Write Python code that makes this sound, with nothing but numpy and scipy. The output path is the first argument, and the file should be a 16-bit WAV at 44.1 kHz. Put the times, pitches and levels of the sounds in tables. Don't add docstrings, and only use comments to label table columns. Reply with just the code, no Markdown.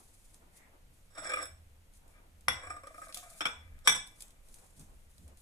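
import sys
import numpy as np
from scipy import signal
from scipy.fft import rfft, irfft
from scipy.io import wavfile
from scipy.ndimage import uniform_filter1d, minimum_filter1d

SR = 44100
rng = np.random.default_rng(int(sys.argv[2]) if len(sys.argv) > 2 else 0)


def wrap_up_sound(samples):
    columns = np.atleast_2d(samples).T
    tamed = np.clip(columns, -1, 1)
    steps = np.round(tamed * 32767).astype(np.int16)
    wavfile.write(sys.argv[1], SR, steps)


def gain_from_decibels(decibels):
    exponent = np.asarray(decibels, float) / 20
    return 10 ** exponent


N = 238729
T = np.arange(N) / SR

# peak time in seconds, level in dB, rise in seconds, fall in seconds.
DRONE_SWELLS = [
    (1.56, -59, 0.16, 0.22),
    (2., -68.5, 0.19, 0.17),
    (2.45, -59.5, 0.13, 0.21),
    (2.69, -56.5, 0.11, 0.12),
    (3.7, -56, 0.13, 0.059),
    (3.96, -66.5, .04, 0.0666),
    (4.85, -69, 0.15, 0.037),
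    (5.21, -57, 0.1, 0.11),
]
# peak time in seconds, level in dB, rise in seconds, fall in seconds.
THUMPS = [
    (3.47, -72, 0.02, 0.027),
    (.92, -69, 0.033, 0.024),
    (1.19, -68, 0.011, 0.19),
    (2.49, -50, 0.012, 0.059),
    (3.75, -67.5, 0.032, 0.038),
    (3.9, -53, 0.014, .09),
    (4.81, -54.5, 0.032, 0.039),
    (5.22, -63.5, 0.031, 0.082),
]
# peak time in seconds, level in dB, rise in seconds, fall in seconds.
SWAYS = [
    (3.75, -55.5, 0.068, 0.15),
    (4.45, -65, 0.16, 0.18),
    (4.93, -57, 0.11, 0.06),
]
# peak time in seconds, level in dB, rise in seconds, fall in seconds.
SLEEVE_BRUSHES = [
    (0., -68, .01, 0.13),
    (.48, -70.5, 0.14, 0.054),
    (.7, -69.5, 0.21, 0.1),
    (2.15, -70.5, 0.15, 0.19),
    (4.2, -71, 0.1, 0.17),
    (4.6, -66.5, 0.114, 0.12),
    (4.81, -68.5, 0.03, 0.16),
    (5.285, -65, .015, 0.057),
]
# peak time in seconds, level in dB, rise in seconds, fall in seconds.
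FINGER_SWEEPS = [
    (.64, -67, 0.093, 0.073),
]
# frequency in Hz, level in dB.
AIR_COLOUR = [(53, -28), (90, -6.5), (135, -19.5), (214, -18.5), (396, -27), (441, -24), (480, -21.5),
              (1070, -28.5), (1440, -27), (1640, -29), (2200, -28), (5250, -35.5), (9910, -33.5),
              (14200, -42.5)]
AIR_DB, DRONE_DB, THUMP_DB, SWAY_DB = -68, -75, -75.5, -62

# peak time in seconds, level in dB, rise in seconds, fall in seconds.
RUSTLES = [(.05, -65.5, 0.16, 0.25), (.35, -73.5, 0.18, 0.029), (.575, -59, 0.036, 0.015),
           (.95, -75, 0.026, 0.13), (1.95, -65.5, 0.021, 0.037), (2.1, -72, 0.023, 0.034),
           (3.05, -59.5, 0.11, 0.055), (3.146, -54.5, 0.012, 0.036), (3.39, -56, 0.18, 0.022),
           (4.225, -61.5, 0.064, 0.0098), (4.54, -65.5, 0.092, 0.15), (4.8, -67, 0.044, 0.035),
           (5.24, -72.5, 0.5, 0.036), (5.38, -68, .015, 0.075)]
# start in seconds, peak in dB, length in seconds, low tones in dB.
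CRACKS = [(1.937, -58, .02, -32), (2.079, -58.5, 0.016, -24), (2.409, -53, 0.0069, -29),
          (2.871, -49, 0.014, -9.5), (3.084, -46.5, 0.011, -33), (3.125, -44.5, 0.029, -7),
          (3.145, -27, 0.0076, -17), (3.173, -33, 0.023, -17.5), (3.79, -55, .006, -25),
          (4.068, -49, .003, -35), (4.074, -42.5, 0.0054, -32), (4.206, -37.5, 0.014, -20),
          (4.222, -35.5, 0.0062, -25), (4.281, -53, 0.013, -22), (4.306, -53, 0.0066, -12),
          (4.486, -51.5, 0.038, -37), (4.542, -43.5, 0.011, -42), (4.586, -53, 0.02, -33),
          (4.795, -45, 0.026, -47), (4.812, -58, 0.013, -5), (5.113, -60, 0.015, -37.5),
          (5.181, -51.5, 0.0076, -16), (5.279, -51, 0.015, -37), (5.372, -53.5, 0.0083, -23)]
# frequency in Hz, level in dB.
PAPER_COLOUR = [(1470, -18.5), (2500, -8), (2870, -18.5), (3300, -10.5), (3790, -6), (6000, -7), (6600, -5),
                (9780, 2), (13700, -22), (14300, -11)]
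SNAP = 1

# peak time in seconds, level in dB, rise in seconds, fall in seconds,
# brightness in dB.
DRAGS = [(1.16, -57, .05, 0.016, -3), (1.184, -43, 0.021, 0.028, -5), (1.245, -39, .02, 0.031, -5.5),
         (1.3, -38, 0.027, 0.023, -5.5), (1.34, -39, 0.043, 0.0035, -20), (1.378, -38, .01, 0.066, -12.5),
         (1.43, -49, 0.023, 0.009, 2.5), (2.18, -63, 0.066, 0.024, -34), (2.56, -50, .02, 0.16, -11.5),
         (3.2, -64, 0.26, 1, -38), (3.872, -38.5, 0.017, 0.0019, 2.5), (3.955, -45, .012, 0.026, 8.5)]
# start in seconds, peak in dB, contact in ms,
# length in seconds, judder in Hz.
BUMPS = [(1.174, -31, 0.078, 0.0098, 643), (1.179, -29.5, 0.053, 0.0063, 1420),
         (1.221, -34, 0.22, 0.0036, 630), (1.233, -46, 0.086, 0.0047, 1420),
         (1.254, -29, 0.14, 0.0032, 1603), (1.29, -40, 0.08, 0.005, 3320), (1.295, -24, 0.17, 0.0026, 1597),
         (1.315, -26, 0.1, 0.0068, 2330), (1.319, -23, 0.069, 0.0017, 1258),
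         (1.333, -20.5, 0.036, 0.0051, 1220), (1.335, -16.5, 0.086, 0.0037, 2395),
         (1.356, -28.5, 0.053, 0.0041, 2330), (1.368, -23, 0.09, 0.0043, 1265),
         (1.377, -26, 0.069, 0.0043, 1206), (1.387, -24, 0.057, 0.0019, 1215),
         (1.395, -27, 0.12, 0.0034, 1970), (1.403, -39, 0.11, 0.00099, 2280),
         (1.427, -31.5, 0.29, 0.0052, 1160), (1.432, -34, 0.11, 0.0016, 5390),
         (1.447, -45, 0.15, 0.004, 1420)]
# start in seconds, peak in dB.
TICKS = [(1.180, -42), (1.221, -39.5), (1.236, -45), (1.247, -53), (1.2571, -46), (1.2965, -36),
         (1.3184, -42), (1.3354, -48), (1.362, -37), (1.3718, -50), (1.388, -44), (1.398, -49),
         (1.4207, -44), (1.428, -28), (1.455, -30.5), (1.47, -44)]
GRIT_DB, SOFTEST_S = 3.0, 0.0028
JUDDER_TONE = 0.046
PRESSED_DB, PRESSED_S = -6, 0.0028
LANDING_GRIT_DB, LANDING_GRIT_S, LANDING_BRIGHT_DB = -9, 0.02, -9.5

# start in seconds, peak in dB, chatter length in seconds,
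# chatter in dB, thud in dB.
SET_DOWN = [
    (2.483, -13, 0.002, -19, -33),
    (2.512, -51, .004, -6, -25.5),
    (2.533, -38, .006, -17, -26.5),
]
# start in seconds, peak in dB, chatter length in seconds, chatter in dB, thud in dB.
NUDGES = [
    (3.407, -21, 0.005, -8.5, -21),
    (3.413, -25, 0.0094, -8.5, -23),
    (3.454, -18, 0.0036, -6.5, -19.5),
    (3.462, -22, 0.0064, -2.5, -20),
    (3.469, -26, 0.0013, -13.5, -20),
]
# start in seconds, peak in dB, chatter length in seconds, chatter in dB, thud in dB.
KNIFE_TAPS = [
    (3.859, -39, .004, -6, -24),
    (3.874, -4.5, 0.0035, -13, -29),
    (3.8775, -10, 0.0015, -8.5, -32),
    (3.884, -16, 0.0023, -0.5, -30),
    (3.892, -14.5, .008, -8, -28.5),
    (3.921, -22.5, 0.0045, -4, -30),
    (3.948, -28.5, 0.017, -5, -36),
]
# start in seconds, peak in dB,
# bowl tone in Hz, foot tone in Hz, foot tone in dB.
ROCKS = [(2.6348, -43.5, 1106, 513, -5), (2.6684, -41, 1158, 735, -10), (2.7030, -34.5, 1250, 747, -14.5),
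         (2.7394, -47.5, 1215, 710, -3), (2.7655, -39.5, 1202, 666, -14), (2.8346, -42, 1127, 547, -5),
         (2.8688, -41, 1230, 560, -6), (2.9054, -53, 1136, 635, 5.5), (2.9445, -43.5, 1228, 573, -11),
         (2.98, -43.5, 1240, 683, -4), (3.017, -39.5, 1266, 660, -22), (3.0434, -61, 1200, 670, -6),
         (3.0680, -51.5, 1160, 654, 2.5), (3.0905, -45.5, 1210, 545, -11.5), (3.167, -44, 1246, 721, -4.5),
         (3.2276, -52.5, 1126, 710, 2), (3.2605, -53.5, 1240, 684, 4.5), (3.2894, -66, 1240, 730, 7),
         (3.3134, -61, 1270, 673, 9.5), (3.3494, -61.5, 1340, 652, 9.5)]
RIM_DB = -33.5

# frequency in Hz, time to fall 60 dB in seconds, left minus right in
# dB, then level in dB when dragged, set down, nudged and tapped by the knife.
DISH_MODES = [(508.6, 0.36, -9.5, -12.5, -16, -19, -40.5), (772, 0.04, -6.5, -9.5, -9.5, -15.5, -19.5),
              (1336, 0.066, -4, -21.5, -24, -10.5, -17), (1222, 0.12, 3, -1, -18, -2.5, -19),
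              (1462, 0.12, 6, -7.5, -25.5, -26, -14), (1634, 0.034, 6, 2, -6.5, -2, -14.5),
              (2012, 0.35, 12, -8, -6.5, -16.5, -16), (2320, 0.25, 9, -15.5, -5.5, 0.5, -3.5),
              (2304, 1.3, 9.5, -32, -27, -20, -20), (641, 0.095, -1, -3, -22, -28.5, -18),
              (294.6, 0.37, 1, -13.5, -43, -14, -25), (1055, 0.049, 1, -15.5, -4.5, -12.5, -28),
              (1582, 0.12, 5, -12, -17, -16.5, -15), (1760, 0.047, -1, -14, -21, -9.5, -19.5),
              (3471, 0.52, 9, -28, -36, -13, -13), (3140, 0.05, -7, -33, -26.5, 2, -7),
              (3718, 0.17, 4.5, -11.5, -19, -16.5, -11.5), (3381, 0.17, 14.5, -11, -27.5, -12, -10),
              (5380, 0.28, -5, -10, -10, -9, -10), (4430, 0.087, 3, -27.5, -15, -26, -30.5),
              (5710, 0.036, -4, -36, -17.5, -24.5, -13), (5832, 0.35, 3, -29.5, -21, -24, -11),
              (3407, 0.46, 0.5, -27, -7.5, -26, -26), (2325, .35, 8.5, 0, -38, -27.5, -27.5),
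              (2878, 0.038, 9, -24, -38, -14, -13.5), (4660, 0.071, -2, -23, -20, -24, -24),
              (5470, 0.49, 0.5, -24.5, -13.5, -37, -18.5), (5650, 0.077, -3.5, -27, -7, -22, -17),
              (7870, 0.26, -14, -8, -25, -18, -7.5), (8016, 0.14, -9.5, -7, -7, -9.5, -7),
             (8040, 0.36, 13.5, -20.5, -21.5, -24, -23), (8880, 0.05, 14, -21.5, -41, -27, -18.5),
             (10650, 0.06, 6, -10.5, -6.5, -25, -19), (10870, 0.15, 8.5, -15.5, -9, -21.5, -12),
             (13630, 0.1, -16, -28, -22, -52, -26), (14140, .1, 6, -22.5, -32, -31, -28.5),
             (7195, 0.34, 1.5, -19, -31, -22.5, -19.5), (8700, 0.033, 5.5, -18.5, -31, -37, -20),
             (9530, 0.093, 0, -24, -24.5, -42, -22.5), (10250, .08, 0, -27, -32, -40, -20.5),
             (8000, 0.3, 2, -11, -33, -20, -12), (6830, .1, 0, -28.5, -30, -31, -32)]
HOLD = {3: (0.36, 0.57), 4: (0.28, 0.56), 5: (0.26, 0.33), 6: (0.31, 0.31)}
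DAMPED_T60_S = 0.018
# frequency in Hz, level in dB.
RING_FILTER = [(150, -32), (300, -4), (11050, 0.5), (11500, -38), (13100, -42.5), (13600, 1)]
# frequency in Hz, level in dB.
COUNTER_COLOUR = [(60, -41), (150, -30), (300, -18.5), (600, -2.5), (1200, 15), (2100, 7.5), (2600, -2),
                  (4000, -6.5), (8000, -23), (11000, -32.5), (12000, -56.5), (15500, -42.5)]

# frequency in Hz, time to fall 60 dB in seconds.
ROOM_DECAY = [(100, 0.55), (260, 0.36), (700, 0.38), (1840, 0.33), (4850, 0.34), (12800, 0.21)]
# frequency in Hz, likeness from -1 to 1.
NOISE_LIKENESS = [(30, 0.93), (90, 1), (180, 0.73), (350, 0.4), (750, 0.3), (1300, -0.31), (3000, -0.042),
                  (5000, -0.13), (6500, 0.5), (15000, 0.96)]
# frequency in Hz, left minus right in dB.
PORT_DIFFERENCE = [(60, 0), (180, -3), (400, 1.5), (5000, -1), (7000, -5), (10000, 5), (14000, 17)]
# frequency in Hz, level in dB.
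PORT_TOP = [(14250, 0), (14550, -22), (15100, -22), (15700, -28), (15800, -90)]
# frequency in Hz, depth under the loudest neighbour in dB.
MASK = [(3000, 60), (4000, 35), (5000, 33), (6200, 22), (7400, 21.5), (9500, 26.5), (12000, 22),
        (13400, 16.5), (13700, 61)]
ROOM_DB, RIGHT_LAG_S, MASK_DEPTH_DB = -2.5, 0.000194, 24.5


def on_log(table, hz):
    points = np.array(table)
    return np.interp(np.log(hz + 1), np.log(points[:, 0]), points[:, 1])


def colour(x, table):
    n = x.shape[-1]
    gain = gain_from_decibels(on_log(table, np.fft.rfftfreq(n, 1 / SR)))
    return irfft(rfft(x) * gain, n)


def band(x, lo_hz, hi_hz):
    return signal.sosfilt(signal.butter(2, [lo_hz, hi_hz], "band", fs=SR, output="sos"), x)


def unit(x):
    return x / np.sqrt(np.mean(x ** 2))


def lean(db):
    return gain_from_decibels(np.array([[.5], [-.5]]) * db)


def pair(n, near=0.):
    like = np.clip(on_log(NOISE_LIKENESS, np.fft.rfftfreq(n, 1 / SR)), -1, 1)
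    like = np.clip(like + near * (1 - like), -1, 1)
    mid, side = rfft(rng.standard_normal((2, n)))
    shared = mid * np.sqrt((1 + like) / 2)
    opposed = np.array([[1], [-1]]) * side * np.sqrt((1 - like) / 2)
    return irfft(shared + opposed, n)


def walk(rate):
    k = int(SR / rate)
    return unit(uniform_filter1d(uniform_filter1d(rng.standard_normal(N), k), k))


def swells(table):
    s, db, rise, fall = np.array(table, float)[:, :4, None].transpose(1, 0, 2)
    width = np.maximum(np.where(T < s, rise, fall), .001)
    return gain_from_decibels(db) * np.exp(-((T - s) / width) ** 2)


def fade(t, t60):
    return np.exp(-np.log(1000) * t / t60)


def tone(hz, t60, t):
    return (t >= 0) * fade(t, t60) * np.sin(2 * np.pi * hz * t)


def add(x, s, piece):
    i = int(s * SR)
    x[..., i:i + piece.shape[-1]] += piece[..., :N - i]


def through(force, response):
    return signal.fftconvolve(force[None], response, axes=1)[:, :N]


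def room_air():
    return gain_from_decibels(AIR_DB + 0.18 * walk(3.7)) * unit(colour(pair(N), AIR_COLOUR))


def far_traffic():
    drone = unit(band(band(pair(N), 68, 88), 45, 84))
    return drone * (gain_from_decibels(DRONE_DB) + swells(DRONE_SWELLS).sum(axis=0))


def cupboard_thumps():
    return unit(band(pair(N), 62, 210)) * (gain_from_decibels(THUMP_DB) + swells(THUMPS).sum(axis=0))


def phone_sway():
    return unit(band(pair(N), 8.7, 35)) * (gain_from_decibels(SWAY_DB) + swells(SWAYS).sum(axis=0))


def sleeves():
    return unit(band(pair(N), 210, 1100)) * swells(SLEEVE_BRUSHES).sum(axis=0) * gain_from_decibels(3.1 * walk(28))


def paper_cup():
    high, low, t = np.zeros((2, N)), np.zeros((2, N)), np.arange(4000) / SR
    for s, db, length, low_db in CRACKS:
        shape = SNAP * np.exp(-t / 0.0018) + 0.4 * np.exp(-t / max(length, .001))
        burst = gain_from_decibels(db + 0.5) * pair(len(t)) * shape
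        add(high, s, burst)
        add(low, s, gain_from_decibels(low_db) * burst)
    grains = pair(N) * gain_from_decibels(2 * rng.exponential(size=N) + 3.2 * walk(70))
    rustle = unit(colour(grains, PAPER_COLOUR)) * swells(RUSTLES).sum(axis=0)
    return colour(high, PAPER_COLOUR) + gain_from_decibels(5.0) * band(low, 2000, 6200) + rustle


def fingertip():
    return unit(band(pair(N), 1760, 2260)) * swells(FINGER_SWEEPS).sum(axis=0)


def ring(column):
    lead_s = .005
    t = np.arange(SR // 4) / SR - np.array([[lead_s], [lead_s + RIGHT_LAG_S]])
    clear_length, damped_share = HOLD[column]
    out = 0
    for k, row in enumerate(DISH_MODES):
        hz, t60, left_right_db = row[:3]
        split = 1 + np.array([-.012, .014])[:, None, None] + 0.019 * rng.standard_normal((2, 2, 1))
        mode = 0.78 * tone(hz, clear_length * t60, t)
        mode = mode + sum(damped_share * tone(hz * d, DAMPED_T60_S, t) for d in split)
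        out = out + (-1) ** k * gain_from_decibels(row[column]) * lean(left_right_db) * mode
    return colour(out * np.clip(t / .0003, 0, 1), RING_FILTER)[:, int(lead_s * SR):] / 4


def dragged():
    grit = rng.standard_normal(N) * gain_from_decibels(GRIT_DB * rng.exponential(size=N) + 2.9 * walk(90))
    dull, bright = unit(band(grit, 360, 2800)), unit(band(grit, 3000, 9200))
    landings = [(r[0], r[1] + LANDING_GRIT_DB, .004, LANDING_GRIT_S, LANDING_BRIGHT_DB) for r in ROCKS]
    strokes = DRAGS + landings
    gains = swells(strokes)
    level = gains.sum(axis=0)
    edge = gain_from_decibels(np.array(strokes)[:, 4]) @ gains
    force = gain_from_decibels(-26.0) * (level * dull + gain_from_decibels(11.0) * edge * bright)

    t, pressed = np.arange(800) / SR, np.zeros((2, N))
    late = np.clip(t - np.array([[0], [RIGHT_LAG_S]]), 0, 1)
    for s, db, contact_ms, length, hz in BUMPS:
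        u = t[:80] / max(contact_ms, .02) * 1000
        push = u * np.exp(-4 * u)
        swell = max(length / 2, SOFTEST_S / 3)
        judder = 0.41 * rng.standard_normal(len(t)) + JUDDER_TONE * np.sin(2 * np.pi * hz * t)
        judder = judder * t / swell * np.exp(-t / swell)
        add(force, s, gain_from_decibels(db - 11.5) * np.convolve(judder, push / push.sum()))
        spot = (late / PRESSED_S) ** 2 * np.exp(-late / PRESSED_S) * np.sin(2 * np.pi * hz * late)
        add(pressed, s, gain_from_decibels(db + PRESSED_DB) * spot)
    click = np.array([1., -1.])
    for s, db in TICKS:
        add(force, s, gain_from_decibels(db) * click)
    for row in ROCKS:
        add(force, row[0], gain_from_decibels(row[1] - 4.0) * click)
    scrape = gain_from_decibels(-15.0 + 2.9 * walk(50)) * level * colour(pair(N, near=0.52), COUNTER_COLOUR)
    return through(force, ring(column=3)) + scrape + pressed


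def blows(table, column, knock_db):
    force, thud, t = np.zeros(N), np.zeros((2, N)), np.arange(4000) / SR
    for s, db, length, chatter_db, thud_db in table:
        chance = rng.standard_normal((2, len(t)))
        rebounds = chance[0] * (chance[1] > 1.6) / (1 + (t / length) ** 4)
        hits = rfft((t == 0) + gain_from_decibels(chatter_db) * rebounds)
        even = irfft(hits / np.sqrt(abs(hits) ** 2 + 0.5), len(t))
        add(force, s, gain_from_decibels(db + 6) * even / (1 + (t / length / 2) ** 4))
        boom = unit(band(pair(len(t), near=0.26), 240, 1600))
        add(thud, s, gain_from_decibels(db + thud_db) * boom * fade(t, 0.098))
    knock = pair(len(t), near=0.2) * fade(t, 0.026)
    knock = gain_from_decibels(knock_db) * colour(through(force, knock), COUNTER_COLOUR)
    return through(force, ring(column=column)) + knock + thud


def set_down():
    return blows(SET_DOWN, column=4, knock_db=-11)


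def rocking():
    out, t = np.zeros((2, N)), np.arange(4000) / SR - np.array([[0], [RIGHT_LAG_S]])
    for s, db, bowl_hz, foot_hz, foot_db in ROCKS:
        near = 1 + 0.0554 * rng.standard_normal(4)
        bowl = tone(bowl_hz, 0.073, t) + .5 * tone(bowl_hz * near[0], 0.14, t)
        foot = tone(foot_hz, 0.11, t[0]) + .5 * tone(foot_hz * near[1], 0.02, t)
        rim = tone(1600 * near[2], 0.056, t) - tone(2260, 0.04, t)
        rim = rim + gain_from_decibels(19.5) * tone(302, 0.056, t[0]) + .5 * tone(2000 * near[3], .04, t)
        landing = bowl + gain_from_decibels(foot_db) * foot + gain_from_decibels(RIM_DB) * rim
        add(out, s, gain_from_decibels(db - 2.0) * np.clip(t / 0.0033, 0, 1) * landing)
    return out


def nudged():
    return blows(NUDGES, column=5, knock_db=-12)


def knife():
    return blows(KNIFE_TAPS, column=6, knock_db=-16.5)


def kitchen_echo(x):
    t = np.arange(int(.7 * SR)) / SR
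    noise, tail = pair(len(t), near=0.1), 0
    for hz in 70 * 2. ** np.arange(8):
        tail = tail + band(noise, hz, hz * 2) * fade(t, on_log(ROOM_DECAY, hz * 1.3))
    tail = tail * np.clip(t / 0.0012, 0, 1)
    tail = tail / np.sqrt(np.sum(tail ** 2, axis=1, keepdims=True))
    return gain_from_decibels(ROOM_DB) * through(x.mean(axis=0) + x[0], tail) / 2


def scene():
    near = lean(-1.9) * dragged()
    near = near + lean(-.3) * rocking()
    near = near + lean(4.9) * set_down()
    near = near + lean(.4) * nudged()
    near = near + lean(0.63) * knife()
    near = near + paper_cup()
    echo = kitchen_echo(near)
    background = room_air() + far_traffic() + cupboard_thumps() + phone_sway() + sleeves() + fingertip()
    return near + echo + background


def masked(x):
    hz, _, z = signal.stft(x, SR, nperseg=1024)
    power = uniform_filter1d((abs(z) ** 2).mean(axis=0), size=7, axis=0)
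    db = 10 * np.log10(power + 1e-20)
    loudest = -minimum_filter1d(-db, size=61, axis=0)
    under = loudest - db - on_log(MASK, hz)[:, None]
    quieter = gain_from_decibels(-MASK_DEPTH_DB * np.clip(under / 4, 0, 1))
    return signal.istft(z * quieter, SR, nperseg=1024)[1][:, :N]


def top_cut(x):
    return signal.sosfilt(signal.butter(12, 15840, fs=SR, output="sos"), x)


def record(dry):
    hz = np.fft.rfftfreq(N, 1 / SR)
    tilt_db = on_log(PORT_DIFFERENCE, hz) * np.array([[.5], [-.5]]) + on_log(PORT_TOP, hz)
    mix = irfft(rfft(masked(dry)) * gain_from_decibels(tilt_db), N)
    return top_cut(mix)


dry = scene()
out = record(dry)
wrap_up_sound(out)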